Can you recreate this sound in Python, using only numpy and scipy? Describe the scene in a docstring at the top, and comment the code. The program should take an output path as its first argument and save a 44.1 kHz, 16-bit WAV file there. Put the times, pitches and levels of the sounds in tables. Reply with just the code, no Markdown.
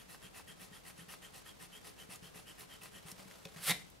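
"""A notebook on a desk in a small, quiet room, with a stereo microphone close to the page.
For three seconds a pencil eraser rubs back and forth, eight strokes a second: pushes rasp and ring
the page, pulls rasp and squeak faintly. Meanwhile the desk thuds softly under the hand and the paper
snags. The rubbing stops, skin slides on the page and the pencil clicks twice in the fingers.
Last, one quick sweep of the hand brushes the crumbs away, a hiss and then a low boom."""
import sys
import numpy as np
from scipy import signal
from scipy.fft import rfft, irfft
from scipy.io import wavfile
from scipy.ndimage import uniform_filter1d

SR = 44100
rng = np.random.default_rng(int(sys.argv[2]) if len(sys.argv) > 2 else 0)


def generate_wav(signal):
    """Clip the signal to [-1, 1] and save it as 16-bit WAV at the path in sys.argv[1]."""
    frames = np.transpose(np.atleast_2d(signal))
    scaled = np.clip(frames, -1, 1) * 32767
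    pcm = np.round(scaled).astype(np.int16)
    wavfile.write(sys.argv[1], SR, pcm)


N = 176400
T, HZ = np.arange(N) / SR, np.fft.rfftfreq(N, 1 / SR)

# Pulls of the eraser. Each row: start in seconds, relative squeak level in dB, squeak pitch in Hz.
PULLS = [(-.04, -67.5, 3194), (0.214, -64.5, 3190), (0.467, -62.5, 3234), (0.719, -63.5, 3216),
         (0.97, -67.5, 3140), (1.214, -62.5, 3170), (1.452, -62, 3200), (1.72, -60.5, 3220),
         (1.978, -63.5, 3140), (2.221, -63.5, 3110), (2.46, -62, 3130), (2.695, -60, 3150),
         (2.93, -63.5, 3150)]
# Pushes of the eraser. Each row: start in seconds, rasp level in dB.
PUSHES = [(0.091, -55.5), (0.341, -54.5), (0.594, -55.5), (0.846, -54.5), (1.086, -52.5), (1.334, -54.5),
          (1.597, -55.5), (1.842, -54.5), (2.096, -52.5), (2.344, -55.5), (2.579, -54.5), (2.814, -54.5),
          (3.058, -54.5)]
PULL_S, PUSH_S, PULL_DB = .076, .074, -57.3  # stroke lengths, and the rasp of a pull
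LEAD_S, LAG_S = .011, .014  # the rubber also moves just before and after each stroke
SQUEAK_GLIDE = .6  # rise in pitch, as a share per second

# Tone colours of the noises. Each row: frequency in Hz, relative spectral density in dB.
HUSH_COLOUR = [(22, -15), (40, 2.5), (170, 1), (300, -0.5), (1500, -10.5), (8000, -19.5), (12000, -30),
               (15700, -28)]
PULL_COLOUR = [(60, -20), (330, 6), (950, 1.5), (1450, 6), (2200, 1), (2900, 1), (3900, -1.5), (7500, -2),
               (11000, 0.5), (13000, -5), (15700, -21)]
PUSH_COLOUR = [(60, -22), (330, 4.5), (580, -0.5), (750, 2), (1450, -1.5), (2900, 0), (5800, -1),
               (6550, -3.5), (8500, -1), (10200, 3.5), (11400, -4), (12400, 0), (13200, -6.5), (15700, -12)]
GRATE_COLOUR = [(100, -26), (700, -4.5), (1220, -2.5), (1650, -7.5), (1870, 9), (2200, -16.5), (2660, 4),
                (3400, -11.5), (5000, -24.5), (10000, -5), (15700, -20.5)]
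SLIDE_COLOUR = [(60, -11), (300, -1.5), (450, 7.5), (1100, 2.5), (2000, -1), (4000, -2.5), (7000, -6),
                (11500, -7), (15700, -17)]
TICK_COLOUR = [(300, -25), (1900, -12), (2600, 0), (4000, 3), (8000, -8), (11000, -12), (15700, -20)]
HISS_COLOUR = [(200, -38), (1200, -1.5), (2500, 3), (4400, 2), (6600, -2.5), (9400, 5), (12000, 3),
               (14000, -3.5), (15700, -8)]
WEIGHT_COLOUR = [(60, -18), (170, -4), (330, -12), (520, -5), (630, -9), (750, -1.5), (1120, -8.5),
                 (1450, -7.5), (2050, -2.5), (2750, -8), (3650, -9), (4400, -9.5), (7000, -15),
                 (15000, -36)]

# Modes of the things on the desk. Each row: frequency in Hz, relative level in dB, seconds to fall 60 dB.
RUBBED_PAGE_MODES = [(750, -1.5, 0.036), (1030, -3, 0.042), (1230, 1, 0.034), (1983, 1, 0.034),
                     (2625, -1, 0.023)]
DESK_MODES = [(130, -10, 0.08), (174, 0, 0.105), (276, -14, 0.05), (423, -5, 0.09)]
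PENCIL_MODES = [(2540, 1, .02), (3470, -6, 0.016)]
KNOCK_MODES = [(440, -10, .12), (540, -9, 0.12), (760, -13, .04)]
SWEPT_PAGE_MODES = [(1680, -4, 0.22), (1860, 0, 0.3), (2047, -2, 0.26), (2190, -2, 0.25), (3555, -5, .12)]

# Thuds of the hand and clicks of the pencil. Each row: start in seconds, strength in dB.
THUDS = [(.243, -51), (.49, -52.5), (0.618, -50.5), (0.714, -49), (.988, -46.5), (1.012, -51),
         (1.081, -52.5), (2.09, -50), (2.224, -47), (2.357, -48), (2.953, -50), (3.052, -45.5),
         (3.123, -46.5), (3.194, -48.5), (3.256, -47), (3.455, -44), (3.561, -47.5)]
CLICKS = [(3.453, -42.5), (3.471, -52.5)]
# Paper snags. Each row: start in seconds, level in dB, centre in Hz, decay time in seconds.
SNAGS = [(.146, -48, 1000, 0.0055), (.396, -50, 940, 0.0087), (.9, -50.5, 1100, 0.006),
         (1.138, -49, 1150, .008), (2.158, -45, 7000, .003), (2.595, -50, 9980, 0.0054),
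         (2.835, -47.5, 10000, .004), (2.857, -50.5, 1180, 0.009), (3.084, -48, 2500, 0.0023),
         (3.116, -44, 5700, 0.0042), (3.312, -49, 2000, 0.0025), (3.561, -49, 2000, 0.0042),
         (3.708, -24, 2900, 0.0018), (3.9, -56.5, 10000, .005)]

# The hand's slide and the three layers of its sweep. Each row: time in seconds, relative level in dB.
SLIDE_LEVEL = [(0, -65.5), (3.15, -63.5), (3.2, -55.5), (3.245, -59), (3.33, -56), (3.39, -61.5),
               (3.555, -60), (3.575, -55.5), (3.8, -62), (4, -67.5)]
HISS_LEVEL = [(3.56, -74), (3.61, -55.5), (3.64, -43.5), (3.665, -38), (3.688, -31), (3.712, -35.5),
              (3.73, -49.5), (3.76, -60), (3.83, -68)]
WEIGHT_LEVEL = [(3.58, -61.5), (3.655, -63), (3.683, -38.5), (3.709, -32), (3.72, -33.5), (3.73, -46.5),
                (3.77, -54), (3.83, -67)]
BOOM_LEVEL = [(3.555, -72), (3.575, -54), (3.62, -59), (3.655, -76), (3.685, -52), (3.703, -39.5),
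              (3.722, -41), (3.745, -60), (3.8, -72)]
# The hollow under the hand. Each row: open pitch in Hz, closed pitch in Hz, width in Hz, gain in dB.
HOLLOW_RESONANCES = [(1503, 2150, 560, -4.3), (3097, 3740, 480, -6.3)]
CLOSE_FROM_S, CLOSE_TO_S = 3.682, 3.708

# The room's tail. Each row: frequency in Hz, seconds to fall 60 dB.
ROOM_DECAY = [(150, 0.59), (1000, 0.3), (8000, 0.38), (15000, 0.13)]
# Stereo image at the microphone. Each row: frequency in Hz, left-right likeness from -1 to 1.
WIDE_IMAGE = [(130, 0.17), (300, -0.55), (15000, -0.32)]
RUB_IMAGE = [(100, .2), (300, -0.55), (1400, 0.35), (3100, 0.92), (15000, 0.69)]
NARROW_IMAGE = [(3100, 1), (7000, 0.78)]
# The microphone's balance. Each row: frequency in Hz, left minus right in dB.
BALANCE = [(60, 4.5), (400, 1.1), (7500, 0), (15000, -4)]


def amp(db):
    """Decibels to gain."""
    return 10 ** (np.asarray(db) / 20)


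def unit(x):
    """Scales to rms 1."""
    return x / np.sqrt(np.mean(x ** 2) + 1e-20)


def read(points, hz=HZ):
    """Reads a table on a log-frequency axis."""
    f, value = np.transpose(points)
    return np.interp(np.log(hz + 1), np.log(f + 1), value)


def level(points):
    """Gain over time from (s, dB) points, silent outside them."""
    s, db = np.transpose(points)
    return amp(np.interp(T, s, db)) * (T >= s[0]) * (T <= s[-1])


def add(mix, start, sound):
    """Mixes a sound in at a time in seconds."""
    part = mix[..., max(round(start * SR), 0):][..., :sound.shape[-1]]
    part += sound[..., :part.shape[-1]]


def wander(hz):
    """Random drift of rms 1, mostly slower than hz."""
    return unit(irfft(rfft(rng.standard_normal(N)) / (1 + (HZ / hz) ** 4), N))


def stereo(x, image, colour_db=0):
    """Colours two unrelated signals and blends them to a given left-right likeness."""
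    mid, side = rfft(x) * amp(colour_db)
    likeness = np.clip(read(image), -.99, .99)
    mid, side = mid * np.sqrt(1 + likeness), side * np.sqrt(1 - likeness)
    return unit(irfft(np.array([mid + side, mid - side]), N))


def noise_band(hz, width_hz):
    """Noise in one resonance that follows a pitch curve."""
    shiver = np.array([wander(width_hz / 2) + 1j * wander(width_hz / 2) for _ in range(2)])
    return stereo((shiver * np.exp(2j * np.pi * np.cumsum(hz) / SR)).real, NARROW_IMAGE)


def ring(force, modes):
    """Passes a force through decaying modes."""
    t = T[:SR // 2]
    response = sum(amp(db - 60 * t / t60) * np.cos(2 * np.pi * hz * t) for hz, db, t60 in modes)
    return signal.fftconvolve(force, response[None], axes=1)[:, :N]


def hush():
    """Room tone: low, wide and steady."""
    return amp(-61) * stereo(rng.standard_normal((2, N)), WIDE_IMAGE, read(HUSH_COLOUR))


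def friction(colour, image, grain_db, chatter_db, chatter_hz):
    """Countless fibres catch and let go, in uneven clumps."""
    size = amp(grain_db * np.minimum(rng.exponential(1, N), 6))
    slips = rng.standard_normal((2, N)) * size * amp(chatter_db * wander(chatter_hz))
    return stereo(slips, image, read(colour))


def stroke(start, length, break_s):
    """Speed of one stroke, an arch, and the grip of the rubber, which bites early and eases."""
    age = np.maximum(T - start, 0)
    progress = np.clip((T - start + LEAD_S) / (length + LEAD_S + LAG_S), 0, 1)
    speed = np.maximum(np.sin(np.pi * progress ** .88), 0)
    grip = np.minimum(age / break_s, 1) * np.exp(-age / .055) * (1 - progress ** 4)
    return speed, grip


def mottle(x, depth_db):
    """The colour shifts in patches as the contact moves over the paper."""
    spectra = signal.stft(x, nperseg=256)[2]
    patches = uniform_filter1d(rng.standard_normal(spectra.shape[1:]), size=5, axis=0)
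    patches = uniform_filter1d(patches, size=12, axis=1)
    return signal.istft(spectra * amp(depth_db * unit(patches)), nperseg=256)[1][:, :N]


def squeak(pitch, speed):
    """Fast, uneven stick-slip of the rubber; its pitch rises a little with speed."""
    return noise_band(pitch * (1 + .041 * (speed - 1) + .016 * wander(59.6)), width_hz=305)


def eraser():
    """Strokes grate, then rasp; pushes ring the page, pulls squeak. Gives the sound and the speed."""
    pull, push, grate, squeak_gain, pitch, motion = np.zeros((6, N))
    for start, squeak_db, squeak_hz in PULLS:
        speed, grip = stroke(start, PULL_S, break_s=.014)  # a pull starts softly
        pull += amp(PULL_DB) * speed ** 1.08
        squeak_gain += amp(squeak_db + 4) * speed ** 2.5
        glide = 1 + SQUEAK_GLIDE * (T - start - PULL_S / 2)
        pitch = np.where(T > start - LEAD_S, squeak_hz * glide, pitch)
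        grate += amp(PULL_DB) * grip
        motion += speed
    for start, db in PUSHES:
        speed, grip = stroke(start, PUSH_S, break_s=.0034)  # a push breaks loose at once
        push += amp(db) * speed ** 1.08
        grate += amp(db - 3) * grip
        motion += speed
    pull, push, grate = [
        force * friction(colour, RUB_IMAGE, grain_db=2.9, chatter_db=1.2, chatter_hz=170)
        for force, colour in ((pull, PULL_COLOUR), (push, PUSH_COLOUR), (grate, GRATE_COLOUR))]
    rub = mottle(pull + push + grate, depth_db=1.64)
    treble = irfft(rfft(rub) * HZ ** 4 / (HZ ** 4 + 5500 ** 4), N)
    fizz = amp(-.2) * motion ** .53 * treble  # the treble needs speed, so it swells later
    page = amp(-10.5) * push.std() * unit(ring(push, RUBBED_PAGE_MODES))
    return rub - treble + fizz + page + squeak_gain * squeak(pitch, motion), motion


def desk(motion):
    """The desk rumbles until the sweep ends, more with each stroke, and thuds under the hand."""
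    rumble = stereo(ring(rng.standard_normal((2, N)), DESK_MODES), WIDE_IMAGE)
    out = amp(-69) * rumble * ((T < BOOM_LEVEL[-1][0]) + motion)
    press = np.sin(np.pi * np.minimum(T[:1024] / .003, 1)) ** 2  # a soft 3 ms push
    for start, db in THUDS:
        shift = 1 + .07 * rng.uniform(-1, 1)  # each lands elsewhere and shifts the desk's notes
        modes = [(hz * shift, mode_db, t60) for hz, mode_db, t60 in DESK_MODES]
        add(out, start, amp(db) * ring(press[None] / press.sum(), modes))
    return out


def hand_slide():
    """Skin slides on the page, faintly at first and louder once the rubbing stops."""
    skin = friction(SLIDE_COLOUR, RUB_IMAGE, grain_db=2, chatter_db=2, chatter_hz=59.6)
    return level(SLIDE_LEVEL) * skin


def snags():
    """Short snaps of the paper, each a broad band of noise that dies at once."""
    out, t = np.zeros((2, N)), T[:4096]
    hz = np.fft.rfftfreq(len(t), 1 / SR)
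    for start, db, centre, decay in SNAGS:
        noise = rng.standard_normal(len(t)) + .2 * rng.standard_normal((2, len(t)))
        band = 1 / np.hypot(1, 1.17 * (hz / centre - centre / (hz + 1)))
        snap = unit(irfft(rfft(noise) * band))
        add(out, start, amp(db) * snap * np.exp(-t / decay))
    return out


def pencil():
    """The pencil is turned: a light tick, a brief ring and a dull knock against the fingers."""
    ticks, blows, knocks = np.zeros((3, 2, N))
    for start, db in CLICKS:
        impulse = amp(db) * np.ones(1)
        add(ticks, start, amp(db - 1.5) * np.exp(-T[:2048] / .0037))
        add(blows, start, impulse)
        add(knocks, start + .004, impulse)  # the fingers take up the blow a moment later
    tick_noise = stereo(rng.standard_normal((2, N)), NARROW_IMAGE, read(TICK_COLOUR))
    return ticks * tick_noise + ring(blows, PENCIL_MODES) + ring(knocks, KNOCK_MODES)


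def desk_boom():
    """The desk's strongest note booms unevenly under the sweep."""
    pitch = DESK_MODES[1][0] * (1 + .07 * wander(88))
    return level(BOOM_LEVEL) * unit(np.sin(2 * np.pi * np.cumsum(pitch) / SR))


def hand_sweep():
    """Light skin hiss first, then the weight of the hand, which sets the notebook ringing."""
    hiss = friction(HISS_COLOUR, NARROW_IMAGE, grain_db=2.5, chatter_db=.7, chatter_hz=200)
    drag = friction(WEIGHT_COLOUR, NARROW_IMAGE, grain_db=2.5, chatter_db=1, chatter_hz=200)
    # The hollow under the hand shrinks as it lands, so its resonances rise.
    closing = np.clip((T - CLOSE_FROM_S) / (CLOSE_TO_S - CLOSE_FROM_S), 0, 1)
    hollow = sum(amp(db) * noise_band(open_hz + (closed_hz - open_hz) * closing, width_hz)
                 for open_hz, closed_hz, width_hz, db in HOLLOW_RESONANCES)
    weight = level(WEIGHT_LEVEL) * (amp(-2.5) * drag + hollow)
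    page = amp(-21) * weight.std() * unit(ring(weight, SWEPT_PAGE_MODES))
    return level(HISS_LEVEL) * hiss + weight + page


def room(x, bounce_s=.0038, tail_db=-12.5):
    """One dull bounce between desk and microphone, and the small room's short diffuse tail."""
    hz, t, spectra = signal.stft(rng.standard_normal((2, SR // 2)), SR, nperseg=256)
    envelope = amp(-60 * t / read(ROOM_DECAY, hz)[:, None]) * np.minimum(t / .0048, 1)
    tail = signal.istft(spectra * envelope, SR, nperseg=256)[1]
    wet = signal.fftconvolve(x, tail / np.linalg.norm(tail[0]), axes=1)[:, :N]
    bounce = irfft(rfft(x) * np.exp(-2j * np.pi * HZ * bounce_s) / (1 + (HZ / 4000) ** 2), N)
    return x + .14 * bounce + amp(tail_db) * wet


def scene():
    """Everything at the desk, heard from close by over the room tone."""
    rub, motion = eraser()
    room_tone = hush()
    at_desk = rub + desk(motion) + desk_boom() + snags() + pencil() + hand_slide() + hand_sweep()
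    return room(at_desk) + room_tone


def record(dry, left_lead_s=6e-6, low_cut_hz=13, top_hz=15780):
    """The microphone: two closely spaced ports, a low cut, then the band limit."""
    sides = np.array([[.5], [-.5]])
    ports = amp(read(BALANCE)) ** sides * np.exp(2j * np.pi * HZ * left_lead_s * sides)
    heard = irfft(rfft(dry) * ports * HZ ** 4 / (HZ ** 4 + low_cut_hz ** 4), N)
    band_limit = signal.firwin(1023, top_hz, window=("kaiser", 9), fs=SR)
    return signal.oaconvolve(heard, band_limit[None], "same")


dry = scene()
out = record(dry)
generate_wav(out)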